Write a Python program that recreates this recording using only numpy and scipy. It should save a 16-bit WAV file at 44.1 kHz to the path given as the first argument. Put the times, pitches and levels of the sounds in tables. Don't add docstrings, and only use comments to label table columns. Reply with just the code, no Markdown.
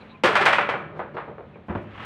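import sys
import numpy as np
from scipy import signal
from scipy.fft import rfft, irfft, next_fast_len
from scipy.io import wavfile

SR = 44100
rng = np.random.default_rng(int(sys.argv[2]) if len(sys.argv) > 2 else 0)


def wav_record(signal):
    frames = np.transpose(np.atleast_2d(signal))
    bounded = np.clip(frames, -1, 1)
    quanta = np.round(bounded * 32767).astype(np.int16)
    wavfile.write(sys.argv[1], SR, quanta)


N = 90404
RING_SIZE = 44100

# start_s, level_db, bass_db, treble_db, rattle_s
BANGS = [(0.236, -17, 6.5, 7, 0.0046), (0.2435, -15.5, 6.5, 7, 0.0024), (0.2545, -13, -8.5, 2.5, 0.0041),
         (0.274, -18.5, -11.5, -1.5, .005), (0.3165, -25, -1.5, -1, 0.02), (0.3538, -11.5, -4.5, 2, 0.0033),
         (0.362, -15, -13, -8, 0.0018), (0.4065, -17, -10, 0, 0.014), (0.4545, -20.5, 1.5, 15, 0.0053),
         (0.4605, -9, -18, -8, 0.0055), (0.474, -14.5, -10.5, -5, 0.01),
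         (0.5255, -13.5, -14.5, -2.5, 0.013), (0.5832, -12, -7, -13.5, 0.0013),
         (0.612, -19.5, -7, -11, 0.0011), (0.6897, -18, -1.5, -9, 0.0033), (0.697, -28.5, -3, -1, 0.006),
         (0.7385, -24, 2, -32, 0.002)]
# start_s, level_db, bass_db, treble_db, rattle_s
STEPS = [(0.917, -48, 10, -7, 0.0042), (0.95, -43, 9.5, 1, 0.028), (0.9925, -25.5, -2.5, -19, 0.0043),
         (1.143, -40.5, 16.5, 7, 0.01), (1.167, -24.5, -11.5, -12.5, 0.011), (1.278, -41, 11, -23, 0.015),
         (1.3815, -39, 6.5, -28, 0.003), (1.556, -46.5, 7, -13.5, 0.0026)]
# start_s, level_db, bass_db, treble_db, rattle_s, weight_db
THUDS = [(1.683, -35, 0, -11, 0.014, -33.5), (1.6965, -31.5, 1.5, -8.5, 0.016, -22.5),
         (1.7505, -29, 5.5, 0, 0.0022, -32), (1.772, -38.5, -4.5, 5, 0.0071, -33.5)]
# frequency_hz, gain_db
BANG_COLOUR = [(30, -34), (130, -9.5), (280, -9.5), (400, 0), (800, 2), (1450, 0.5), (2500, -6),
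               (3400, -13), (4200, -20.5), (7000, -35.5), (8800, -36.5), (10500, -51), (15500, -53)]
STEP_COLOUR = [(40, -34), (130, -8), (270, -12), (450, 2.5), (1300, -4.5), (4000, -29), (6000, -50.5),
               (15000, -82)]
THUD_COLOUR = [(35, -35), (72, -5.5), (220, -5.5), (900, -6), (2000, -16.5), (3300, -29), (5500, -60.5),
               (15000, -94)]
# pitch_hz, relative_db
SHEET_MODES = [(579, 5.5), (1255, 0.5), (1436, -15), (1724, 3.5), (2301, 4), (2401, 6)]
# centre_hz, t60_s
RING_T60 = [(150, 3.33), (450, 0.84), (1400, 0.56), (3200, 0.51), (5000, 0.34)]
# start_s, pitch_hz, level_db
POPS = [(0.238, 355, -17), (0.242, 527.3, -13.5), (0.288, 454.5, -22), (0.397, 775, -20.5),
        (0.409, 401.6, -20.5), (0.478, 772, -21), (0.497, 637, -21.5)]
# pitch_hz, relative_db, t60_s
FRAME_MODES = [(81.6, 6, 0.15), (101.5, -9.5, 1), (190, 16.5, 0.048), (355, 0, 0.47)]
# middle_s, half_length_s, level_db
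SCUFFS = [(0.99, 0.023, -67), (1.702, 0.043, -70), (1.77, .025, -68.5), (1.83, 0.019, -67)]
# frequency_hz, gain_db
SCUFF_COLOUR = [(500, -1), (3000, 6), (9000, -13), (15000, -20)]
SCRAPE_COLOUR = [(100, -17), (1200, 5.5), (3000, -5), (5000, -28), (8500, -42), (11000, -48)]
# start_s, length_s, start_hz, end_hz, level_db
CHIRPS = [(0.0, 0.034, 4230, 3800, -58.5), (0.02, 0.021, 2850, 2140, -58),
          (0.083, 0.062, 3790, 3950, -58.5), (0.137, 0.0384, 2655, 2160, -54),
          (1.523, 0.059, 2620, 2130, -58)]
# frequency_hz, gain_db
AIR_COLOUR = [(25, -21), (68, 1), (190, 3), (300, -7), (2500, -20.5), (4000, -31.5), (4800, -45.5),
              (15000, -67)]
# time_s, gain_db
RUSH_LEVEL = [(0.0, 10.5), (0.191, 1.5), (0.23, -3), (1.2, 0), (1.62, -1)]


def blows(table, envelope, modes, ring_db, decay_s, snap_db):
    out, t = np.zeros(N + RING_SIZE), np.arange(RING_SIZE) / SR
    for start, db, bass_db, treble_db, rattle_s, *_ in table:
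        attack_s = 0.084 * rattle_s
        force = (1 - np.exp(-t / attack_s)) * np.exp(-np.maximum(t - rattle_s, 0) / decay_s)
        ring = sheet_ring(modes, force ** 2) * np.sqrt(np.sum(force ** 2) / (SR * decay_s))
        crack = snap() * undb(snap_db) * np.exp(-rattle_s / decay_s)
        blow = crack + force * chatter() + undb(ring_db) * ring
        i = int(start * SR)
        out[i:i + RING_SIZE] += undb(db) * fade() * colour(blow, envelope, bass_db, treble_db)
    return out[:N]


def snap(spread_s=0.002595):
    hz = np.arange(RING_SIZE // 2 + 1) * SR / RING_SIZE
    group_delay = spread_s * rng.uniform(0.8, 1.2) / np.sqrt(1 + hz / 500)
    phase = -2 * np.pi * np.cumsum(group_delay) * SR / RING_SIZE
    return irfft(np.exp(1j * phase)) * np.sqrt(spread_s * SR)


def chatter(median_clicks_per_s=650, spread_db=2, grind_db=-4.5):
    rate = median_clicks_per_s * np.exp(0.5 * wander(525, RING_SIZE))
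    contacts = np.diff(np.floor(np.cumsum(rate) / SR), prepend=0)
    clicks = contacts * rng.choice([-1, 1], RING_SIZE) * undb(spread_db * rng.standard_normal(RING_SIZE))
    clacks = irfft(rfft(clicks) * rfft(snap()))
    return unit(unit(clacks) + undb(grind_db) * rng.standard_normal(RING_SIZE))


def sheet_modes(mean_spacing_hz=5.6):
    size = RING_SIZE // 2 + 1
    modes = (rng.random(size) < SR / RING_SIZE / mean_spacing_hz) * rng.uniform(0.49, 1, size)
    modes /= np.linalg.norm(modes)
    for hz, db in SHEET_MODES:
        modes[round(hz * RING_SIZE / SR)] = undb(db - 27.5)
    return modes


def sheet_ring(modes, power, flex_depth=0.01986, flex_per_s=22.04):
    hz = np.arange(len(modes)) * SR / RING_SIZE
    spectrum = modes * np.exp(2j * np.pi * rng.random(len(modes)))
    spectrum /= np.std(irfft(spectrum))
    flexed_clock = np.cumsum(1 + flex_depth * wander(flex_per_s, RING_SIZE))
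    out = 0
    for centre, t60 in RING_T60:
        band_weight = along([(f, f == centre) for f, _ in RING_T60], hz)
        band = irfft(spectrum * band_weight)
        if centre < 1000:
            band = np.interp(flexed_clock, np.arange(RING_SIZE), band)
        energy_kept = undb(-60 / (t60 * SR)) ** 2
        energy = signal.lfilter([1], [1, -energy_kept], power / power.sum())
        out = out + band * np.sqrt(energy)
    return out


def pops(swell_s=0.0033, t60_s=0.14, wobble_depth=0.02, wobble_per_s=42):
    out, t = np.zeros(N + RING_SIZE), np.arange(RING_SIZE) / SR
    shape = (1 - np.exp(-(t / swell_s) ** 2)) * undb(-60 * t / t60_s)
    for start, hz, db in POPS:
        pitch = hz * (1 + wobble_depth * wander(wobble_per_s, RING_SIZE))
        i = int(start * SR)
        out[i:i + RING_SIZE] += undb(db) * shape / shape.max() * sine(pitch)
    return out[:N]


def frame_boom(gain_db=-6.5, attack_s=0.0023):
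    out, t = np.zeros(N + RING_SIZE), np.arange(RING_SIZE) / SR
    shape = (1 - np.exp(-(t / attack_s) ** 2)) * fade()
    for start, *_, weight_db in THUDS:
        swing = 0
        for hz, mode_db, t60 in FRAME_MODES:
            pitch = hz * (1 + 0.0085 * rng.standard_normal())
            swing += undb(mode_db - 60 * t / t60) * np.sin(2 * np.pi * pitch * t)
        i = int(start * SR)
        out[i:i + RING_SIZE] += undb(weight_db + gain_db) * shape * swing
    return out[:N]


def scuffs():
    contact = sum(undb(db) * swell_at(middle, half_length) for middle, half_length, db in SCUFFS)
    return colour(rng.standard_normal(N), SCUFF_COLOUR) * contact


def scrape(peak_s=2.013, rise_db_per_s=122, peak_db=-36):
    grit = unit(rng.standard_normal(N) * undb(1.3 * wander(400, N)))
    until_peak_s = np.maximum(peak_s - np.arange(N) / SR, 0)
    return colour(grit, SCRAPE_COLOUR) * undb(peak_db - rise_db_per_s * until_peak_s)


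def birds(waver_depth=0.05, waver_per_s=1200):
    out = np.zeros(N)
    for start, length, start_hz, end_hz, db in CHIRPS:
        size, i = int(length * SR), int(start * SR)
        pitch = np.linspace(start_hz, end_hz, size) * (1 + waver_depth * wander(waver_per_s, size))
        out[i:i + size] += 2 * undb(db) * np.hanning(size) * sine(pitch)
    return out


def whine(pitch_hz=1030, level_db=-49.5):
    tone = np.sin(2 * np.pi * pitch_hz * np.arange(N) / SR)
    return undb(level_db) * swell_at(middle_s=0.146, half_length_s=0.036) * tone


def outdoors(air_db=-48, split_hz=300, hum_hz=215, hum_db=-52):
    air = colour(rng.standard_normal(N), AIR_COLOUR) * undb(air_db + 0.5 * wander(10.3, N))
    rumble = signal.sosfilt(signal.butter(3, split_hz, "low", fs=SR, output="sos"), air)
    rush = signal.sosfilt(signal.butter(3, split_hz, "high", fs=SR, output="sos"), air)
    rush *= undb(np.interp(np.arange(N) / SR, *np.array(RUSH_LEVEL).T))
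    hum = sine(hum_hz * (1 + 0.0098 * wander(15.45, N))) * undb(hum_db + 2 * wander(11, N))
    return rumble + rush + hum


def colour(x, points, bass_db=0, treble_db=0):
    size = 2 * next_fast_len(len(x) // 2 + 2048)
    hz = np.arange(size // 2 + 1) * SR / size
    shelves_db = bass_db / (1 + (hz / 620) ** 3) + treble_db * hz ** 4 / (hz ** 4 + 3900 ** 4)
    gain = unit(undb(along(points, hz))) * undb(shelves_db)
    cepstrum = irfft(np.log(gain))
    cepstrum[1:size // 2] *= 2
    cepstrum[size // 2 + 1:] = 0
    return irfft(rfft(x, size) * np.exp(rfft(cepstrum)))[:len(x)]


def along(points, hz):
    frequencies, values = np.array(points, float).T
    return np.interp(np.log(hz + 1), np.log(frequencies), values)


def wander(per_s, size):
    return 1.2 * np.interp(np.arange(size) * per_s / SR, np.arange(4096), rng.standard_normal(4096))


def sine(hz):
    return np.sin(2 * np.pi * np.cumsum(hz) / SR)


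def swell_at(middle_s, half_length_s):
    return np.exp(-((np.arange(N) / SR - middle_s) / half_length_s) ** 2)


def fade():
    return np.minimum(np.linspace(4, 0, RING_SIZE), 1) ** 2


def undb(db):
    return 10 ** (np.asarray(db) / 20)


def unit(x):
    return x / np.sqrt(np.mean(x ** 2))


def scene():
    modes = sheet_modes()
    roof = (blows(BANGS, BANG_COLOUR, modes, ring_db=-6, decay_s=0.021, snap_db=0)
            + blows(STEPS, STEP_COLOUR, modes, ring_db=-7, decay_s=0.035, snap_db=1)
            + blows(THUDS, THUD_COLOUR, modes, ring_db=-8, decay_s=0.027, snap_db=1)
            + pops() + frame_boom())
    return (roof + scuffs() + scrape() + birds() + whine() + outdoors())[None]


def record(dry, bottom_hz=48, top_hz=15600):
    thin = signal.sosfilt(signal.butter(3, bottom_hz, "high", fs=SR, output="sos"), dry)
    rounded = np.tanh(0.56 * thin) / 0.64
    return signal.sosfilt(signal.ellip(8, 0.2, 70, top_hz, fs=SR, output="sos"), rounded)


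dry = scene()
out = record(dry)
wav_record(out)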